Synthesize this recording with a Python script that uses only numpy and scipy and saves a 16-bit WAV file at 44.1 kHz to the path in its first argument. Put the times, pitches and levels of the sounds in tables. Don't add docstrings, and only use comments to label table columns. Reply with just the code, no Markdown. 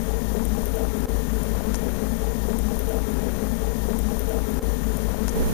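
import sys
import numpy as np
from scipy import signal
from scipy.io import wavfile
from scipy.ndimage import uniform_filter1d

SR = 44100
rng = np.random.default_rng(int(sys.argv[2]) if len(sys.argv) > 2 else 0)


def wrap_up_sound(samples):
    columns = np.atleast_2d(samples).T
    tamed = np.clip(columns, -1, 1)
    steps = np.round(tamed * 32767).astype(np.int16)
    wavfile.write(sys.argv[1], SR, steps)


def natural_amplitude(level_db):
    exponent = np.asarray(level_db, float) / 20
    return 10 ** exponent


N = 243996

# f/Hz, level/dB per Hz
HISS_SPECTRUM = [(1800, -29), (2300, -12), (2800, -13), (3300, -2), (4450, -3.5), (4850, -7), (5250, -10),
                 (5550, -7), (6000, 0.5), (6600, -1.5), (7300, 0), (8600, -0.5), (9600, -0.5),
                 (10500, -0.5), (14000, 0), (15600, 2.5)]
# f/Hz, width/Hz, level/dB rms
HOUSING_PEAKS = [(2156, 60, -69), (3200, 180, -63), (4880, 200, -63.5), (5920, 450, -59.5)]
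# f/Hz, width/Hz, level/dB
GRATE_MODES, GRATE_REST_DB = [(160.5, 31, -1.6), (192.3, 14, 0.64)], -47
# t/s, level/dB, hold/s
GRATE_FLARES = [(1.1, -41, .02), (1.27, -41, .04), (1.4, -44, .03), (1.46, -43, 0.088), (1.6, -42, .03),
                (1.69, -42, .03), (1.81, -41, .1), (1.96, -42, .04), (2.05, -44, .04), (2.13, -42.5, 0.058),
                (2.25, -42.5, .05), (2.33, -47, 0.049), (2.46, -42, 0.076), (2.59, -45, .03),
                (2.68, -44, 0.056), (2.84, -43, 0.04), (2.95, -43, .08), (3.1, -48, .05)]

# f/Hz, level/dB rms
HUM_TONES = [(53.67, -32.5), (59.12, -37.5)]
# f/Hz, level/dB rms
MOTOR_OVERTONES = [(161.3, -49), (537, -54), (603.8, -58), (965.6, -58.5), (1085.7, -61), (1206, -65),
                   (1825, -63), (1890, -66)]
# t/s, shaft level/dB, field level/dB, slip of the beat/turns
FAN_LOAD = [(1.06, 4.5, 9, .01), (1.2, 1.5, -1, .01), (1.35, 1, .1, .01), (1.5, 0.7, .1, .01),
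            (1.65, -0.7, -0.5, .01), (1.8, 1.5, 0, .01), (1.9, -4.5, -4, .01), (2.05, -3.5, -1.5, .01),
            (2.2, 0.7, -4, .01), (2.35, 1.5, 3.5, .01), (2.5, -3.8, 1, .01), (2.65, 2, 1.5, .01),
            (2.8, -2.8, -0.5, .01), (2.9, 5, 5, 0.011), (3.05, -2.3, 2.5, .01), (3.2, -4.5, 3, .01)]

# t/s, peak level/dB, low f/Hz, t60/s
EMBER_TICKS = [
    (1.4328, -21.5, 7500, .009),
    (2.5874, -22, 10500, .007),
    (2.7918, -19, 10000, .005),
    (1.842, -29, 12500, .007),
    (2.7562, -29, 8800, .01),
    (2.8912, -26, 9500, .008),
    (3.103, -28, 11000, .008),
    (3.14, -31, 9000, .008),
    (1.428, -33, 9000, .005),
]
# t/s, peak level/dB, t60/s
EMBER_POPS = [
    (1.7434, -25, .006),
    (1.7449, -19.5, .01),
    (1.7548, -21.5, .014),
    (1.7572, -28, .012),
]
# t/s, peak level/dB, low f/Hz, high f/Hz, t60/s
EMBER_RINGS = [
    (1.7472, -32, 5400, 7500, .03),
    (1.7552, -34, 5500, 6800, .03),
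    (1.7459, -43, 2800, 4200, .012),
    (1.7408, -33, 8500, 12000, .006),
    (2.5859, -25, 7700, 9200, .011),
    (2.5864, -27, 10500, 15300, .012),
    (2.7917, -39, 5300, 6800, .008),
    (3.14, -36, 4000, 8000, .008),
    (2.7928, -31, 10000, 15000, .006),
    (1.0899, -34, 8500, 13000, .008),
]
# t/s, peak level/dB, low f/Hz, high f/Hz
FLAME_PUFFS = [(1.858, -24, 346, 526), (1.891, -30, 500, 1900), (2.067, -30.5, 480, 1400),
               (2.488, -27.5, 410, 915), (2.531, -28.5, 586, 1340), (2.685, -27.5, 513, 1210),
               (2.71, -36, 405, 1520), (2.942, -30, 540, 840), (2.986, -28.5, 600, 1490),
               (3.172, -35, 477, 1190), (2.97, -30, 500, 1200), (1.743, -26.5, 423, 890),
               (1.413, -32, 500, 1000), (1.453, -31, 500, 1200), (1.55, -28, 500, 1000),
               (1.607, -23, 480, 900), (2.02, -40, 450, 790), (2.04, -33, 496, 900), (2.217, -38, 450, 890),
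               (2.243, -27, 520, 1040), (2.562, -28, 407, 790), (2.636, -40, 474, 925),
               (2.767, -28.5, 500, 1010), (2.885, -37, 480, 804), (3.035, -34, 500, 890),
               (3.092, -28, 450, 1100), (3.17, -28, 400, 840), (1.084, -32, 500, 1800),
               (2.941, -37, 505, 1110)]

# f/Hz, level/dB per Hz
ROAR_SPECTRUM = [(260, -4), (310, 0), (350, -5), (400, -1), (520, -2), (750, -10.5), (1000, -10.5)]
# f/Hz, width/Hz, level/dB over the roar
FLUE_IN_ROAR = [(623, 60, -6), (817, 17, -11)]
# f/Hz, level/dB per Hz
UPPER_SPECTRUM = [(1000, -2), (1300, -1), (1700, -3.5), (2100, -8), (3000, -11.5)]
# f/Hz, width/Hz, level/dB over the upper roar
DUCT_MODE = (1827, 53, -8)
# t/s, level/dB
FAN_PULL = [
    (1.1, -43.5),
    (1.79, -42),
    (2.23, -44),
    (3.19, -43),
]
# f/Hz, level/dB per Hz
RUMBLE_SPECTRUM = [(15, 10), (22, -7), (30, -3), (45, -5.5), (60, -8.5), (72, -13.5), (92, -6), (135, -16),
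                   (165, -13), (190, -6.5), (280, -13.5)]

# f/Hz, width/Hz, level/dB
LOW_MODES = [(219.3, 11.4, -3.5), (185, 30, -21.5)]
HIGH_MODES = [(432.8, 30, -5), (445.7, 24, -2.5)]
# f/Hz, width/Hz, level/dB
FLANK_MODES, FLANK_DB = [(414, 28, -1.5), (471, 28, 0.5)], -9.5
# f/Hz, width/Hz, level/dB
SIDE_MODES = [(252.8, 17.7, 0)]
# f/Hz, width/Hz, level/dB
LOW_FLUE, HIGH_FLUE = [(624, 60, 0)], [(821, 79, 0)]
# f/Hz, width/Hz, level/dB
ASH_PIT_MODES = [(90.4, 20, 0)]
# t/s, level/dB, hold/s
LOW_MODE_FLARES = [(1.19, -46, 0.056), (1.255, -38, 0.11), (1.387, -36, 0.023), (1.47, -32, 0.037),
                   (1.566, -40.5, 0.012), (1.664, -30, 0.059), (1.75, -44, 0.077), (1.82, -42, 0.13),
                   (2.02, -34.5, 0.13), (2.347, -33.5, 0.01), (2.434, -32, 0.015), (2.5, -30.5, 0.095),
                   (2.64, -34, 0.095), (2.943, -35, 0.013), (3.02, -35, 0.013), (3.077, -34, 0.042)]
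HIGH_MODE_FLARES = [(1.052, -31, 0.021), (1.19, -42, 0.0079), (1.36, -51, 0.0088), (1.78, -44.5, 0.0073),
                    (2.3, -47, 0.022), (2.735, -44, 0.017), (1.09, -45, 0.14), (1.33, -40, 0.059),
                    (1.43, -47, 0.13), (1.66, -36, 0.014), (1.825, -37.5, 0.057), (2.0, -36, 0.032),
                    (2.195, -39, 0.12), (2.48, -33, 0.025), (2.545, -36, 0.0045), (2.69, -39, 0.059),
                    (2.8, -39, 0.0095), (2.87, -35, 0.11), (3.065, -37.5, 0.036), (3.155, -39, 0.026)]
SIDE_CAVITY_FLARES = [(1.052, -31.5, 0.021), (1.088, -41.5, 0.085), (1.22, -35, 0.03), (1.31, -28, 0.011),
                      (1.4, -39, 0.023), (1.6, -38, 0.016), (1.842, -30, 0.024), (2.025, -39, 0.11),
                      (2.153, -37, 0.0059), (2.5, -68, 0.033), (2.632, -40, 0.022), (2.704, -33, 0.014),
                      (2.816, -46, 0.031), (2.93, -31, 0.0087), (3.003, -38, 0.023), (3.08, -37.5, 0.13)]
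# t/s, level/dB, hold/s
LOW_FLUE_GUSTS = [
    (1.418, -44.5, 0.021),
    (1.823, -37, 0.027),
    (2.043, -45, 0.022),
    (2.703, -35.5, 0.022),
    (2.901, -34.5, 0.016),
    (2.942, -36, 0.039),
]
HIGH_FLUE_GUSTS = [
    (1.125, -50, 0.037),
    (1.814, -48, 0.068),
    (2.017, -51, 0.051),
    (2.107, -40, 0.0088),
    (2.215, -45.5, 0.052),
    (2.522, -41.5, 0.012),
    (2.678, -43, 0.031),
    (2.923, -48, 0.058),
    (3.125, -54, 0.054),
]
# t/s, level/dB, hold/s
ASH_PIT_THUDS = [
    (1.262, -46, 0.071),
    (1.513, -40, 0.055),
    (1.863, -38, 0.11),
    (2.297, -41, 0.21),
    (2.94, -53, 0.03),
]

STORED_STRETCH = (46640, 140814)
LEFT_REPLAY = [
    (0, -94175),
    (46640, 0),
    (140814, 61802),
    (202615, 155975),
]
RIGHT_RESTART = (234987, 188347)
# t after start/s, left level/dB, right level/dB
SIDES_WAKE = [
    (0, -21, -12),
    (.01, -19, -12),
    (.017, -13, -11),
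    (.024, -7, -14),
    (.031, -2, -22),
    (.036, 0, -38),
    (.05, 0, -70),
]


def rms_one(x):
    return x / np.sqrt(np.mean(x ** 2) + 1e-20)


def at_hz(points, hz):
    f, level = np.transpose(points)
    return np.interp(np.log(hz), np.log(f), level)


def drift(rate):
    r = np.exp(-80 * np.pi * rate / SR)
    slow = signal.lfilter([1], [1, -2 * r, r * r], rng.standard_normal(N // 40 + 2002))[2000:]
    return np.interp(np.arange(N) / 40, np.arange(len(slow)), rms_one(slow))


def resonate(x, hz, width_hz):
    r = np.exp(-np.pi * width_hz / SR)
    poles = [1, -2 * r * np.cos(2 * np.pi * hz / SR), r * r]
    return signal.lfilter([(1 - r * r) / 2, 0, (r * r - 1) / 2], poles, x)


def ringing_air(hz, width_hz, level_db):
    return natural_amplitude(level_db) * rms_one(resonate(rng.standard_normal(N), hz, width_hz))


def ringing_cavity(hz, width_hz, level_db):
    once = resonate(rng.standard_normal(N), hz, width_hz)
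    return natural_amplitude(level_db) * rms_one(resonate(once, hz, width_hz))


def even_out(x, window, power, steady):
    swell = uniform_filter1d(uniform_filter1d(x ** 2, size=window), size=window) / power
    return x / (swell + 1e-3) ** (steady / 2)


def banded_noise(spectrum, patchy_db, rate, steady=0):
    lowest, highest = spectrum[0][0], spectrum[-1][0]
    edges = np.geomspace(lowest, highest, round(4 * np.log2(highest / lowest)) + 1)
    out, together, white = 0, drift(rate), rng.standard_normal((2, N))
    for k, (low, high) in enumerate(zip(edges, edges[1:])):
        band_pass = signal.butter(2, [low, high], "band", fs=SR, output="sos")
        band = signal.sosfilt(band_pass, white[k % 2])
        band = even_out(band, 1500, np.mean(band ** 2), steady)
        flicker_db = patchy_db * (together + 0.79 * drift(rate))
        out = out + band * natural_amplitude(at_hz(spectrum, np.sqrt(low * high)) + flicker_db)
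    return rms_one(out)


def flaring(flares, rest_db):
    rise_s, fall_s = 0.0055, 0.012
    start, db, hold = np.array(flares).T[:, :, None]
    since = np.arange(N) / SR - start
    rise = np.clip(since / rise_s, 0, 1)
    fall = np.exp(-np.maximum(since - rise_s - hold, 0) / fall_s)
    return 20 * np.log10(natural_amplitude(rest_db) + np.sum(natural_amplitude(db) * rise * fall, axis=0))


def singing(modes, level_db, steady):
    tone = sum(ringing_cavity(*mode) for mode in modes)
    return natural_amplitude(level_db) * rms_one(even_out(tone, 1100, 1, steady))


def fan_hiss():
    return natural_amplitude(-42.5) * banded_noise(HISS_SPECTRUM, patchy_db=0.46, rate=5.2)


def housing():
    peaks = sum(ringing_cavity(*peak) for peak in HOUSING_PEAKS)
    return peaks + singing(GRATE_MODES, flaring(GRATE_FLARES, GRATE_REST_DB), steady=0.93)


def noise_burst(db, low_hz, high_hz, t60_s, snap):
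    t = np.arange(3000) / SR
    band = signal.butter(3, [low_hz, high_hz], "band", fs=SR, output="sos")
    decay = natural_amplitude(-60 * t / t60_s) * np.minimum(t / .0004, 1)
    tail = signal.sosfilt(band, rng.standard_normal(len(t)) * decay)
    click = signal.sosfilt(band, (t == 0).astype(float))
    burst = (1 - snap) * tail / np.abs(tail).max() + snap * click / np.abs(click).max()
    return natural_amplitude(db) * burst / np.abs(burst).max()


def place(bursts):
    out = np.zeros(N)
    for s, *settings in bursts:
        burst = noise_burst(*settings)
        out[round(s * SR):][:len(burst)] += burst
    return out


def embers():
    ticks = [(s, db, low_hz, 15500, t60, 0.5) for s, db, low_hz, t60 in EMBER_TICKS]
    pops = [(s, db, 5300, 10600, t60, 0.6) for s, db, t60 in EMBER_POPS]
    rings = [(*ring, 0) for ring in EMBER_RINGS]
    bodies = [(s, db - 6.5, 700, 2630, 0.028, 0.6) for s, db, _ in EMBER_POPS[:2]]
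    return place(ticks + pops + rings + bodies)


def puffs():
    cycles = 17
    return place([(s, db, low, high, cycles / high, 0.62) for s, db, low, high in FLAME_PUFFS])


def motor():
    null_s = 1.997
    now = np.arange(N) / SR
    t = now - null_s
    load_s, *columns = np.transpose(FAN_LOAD)
    *load_db, slip = (np.interp(now, load_s, column) for column in columns)
    out = np.zeros(N)
    for k, (hz, db) in enumerate(HUM_TONES):
        level = natural_amplitude(db + 5.5 + load_db[k] + 0.25 * drift(11.0))
        out += level * (-1) ** k * np.sin(2 * np.pi * (hz * t + k * slip))
    for hz, db in MOTOR_OVERTONES:
        level = np.sqrt(2) * natural_amplitude(db + 2.5 * drift(4))
        turns = hz * t + rng.random() + .08 * drift(3)
        out += level * np.sin(2 * np.pi * turns)
    return out


def flame(swing_db):
    roar = natural_amplitude(4.5) * banded_noise(ROAR_SPECTRUM, patchy_db=1.33, rate=2.4)
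    roar += sum(ringing_air(*mode) for mode in FLUE_IN_ROAR)
    upper = banded_noise(UPPER_SPECTRUM, patchy_db=0.83, rate=28) + ringing_air(*DUCT_MODE)
    rumble = natural_amplitude(-33.5) * banded_noise(RUMBLE_SPECTRUM, patchy_db=-1.7, rate=116, steady=0.69)
    pull_db = np.interp(np.arange(N) / SR, *np.transpose(FAN_PULL))
    return natural_amplitude(-43.5 + 0.22 * swing_db) * roar + natural_amplitude(pull_db - 3.5 + 0.06 * swing_db) * upper + rumble


def flanks(high_db):
    return singing(FLANK_MODES, high_db + FLANK_DB, steady=0.33)


def firebox(high_db):
    box = singing(LOW_MODES, flaring(LOW_MODE_FLARES, -43.5) + 1.0, steady=0.59)
    box += singing(HIGH_MODES, high_db + 0.5, steady=1.0)
    box += singing(SIDE_MODES, flaring(SIDE_CAVITY_FLARES, -42) - 1.5, steady=0.95)
    for modes, gusts in ((LOW_FLUE, LOW_FLUE_GUSTS), (HIGH_FLUE, HIGH_FLUE_GUSTS),
                         (ASH_PIT_MODES, ASH_PIT_THUDS)):
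        box += singing(modes, flaring(gusts, -53.5) - 2.0, steady=0.7)
    return box


def scene():
    high_db = flaring(HIGH_MODE_FLARES, -43)
    swing_db = high_db - high_db[slice(*STORED_STRETCH)].mean()
    mix = firebox(high_db) + fan_hiss() + motor() + flame(swing_db)
    mix += housing() + embers() + puffs() + flanks(high_db)
    return natural_amplitude(4.5) * np.tile(mix, (2, 1))


def microphone(x):
    x = signal.sosfilt(signal.cheby2(2, 20, (7680, 7940), "stop", fs=SR, output="sos"), x)
    return signal.sosfilt(signal.ellip(10, .5, 55, 15270, fs=SR, output="sos"), x)


def wake(x):
    s, left_db, right_db = np.transpose(SIDES_WAKE)
    since = (np.arange(N) - STORED_STRETCH[0]) / SR
    left = x * natural_amplitude(np.interp(since, s, left_db))
    right = x * natural_amplitude(np.interp(since, s, right_db))
    bass = signal.sosfilt(signal.butter(2, 150, fs=SR, output="sos"), x)
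    left += natural_amplitude(-14) * bass * np.clip(1 - since / s[-2], 0, 1)
    right += natural_amplitude(-26) * np.exp(-np.abs(since) / .0005)
    right[since > s[-1]] = 0
    return left, right


def replay(left, right):
    now = np.arange(N)
    starts, backs = np.transpose(LEFT_REPLAY)
    read = now - backs[np.searchsorted(starts, now, "right") - 1]
    out = np.array([left[read], right[read]])
    for step in starts[1:]:
        jump = out[0, step] - out[0, step - 1]
        out[0, step - 150:step] += jump * np.linspace(0, .85, 150)
    start, back = RIGHT_RESTART
    late = now[start:]
    out[1, late] = natural_amplitude(-0.5) * (left + right)[late - back]
    return out


def low_pass(x):
    return signal.sosfilt(signal.butter(12, 16510, fs=SR, output="sos"), x)


def record(dry):
    left, right = wake(microphone(dry[0]))
    mix = replay(left, right)
    return low_pass(mix)


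dry = scene()
out = record(dry)
wrap_up_sound(out)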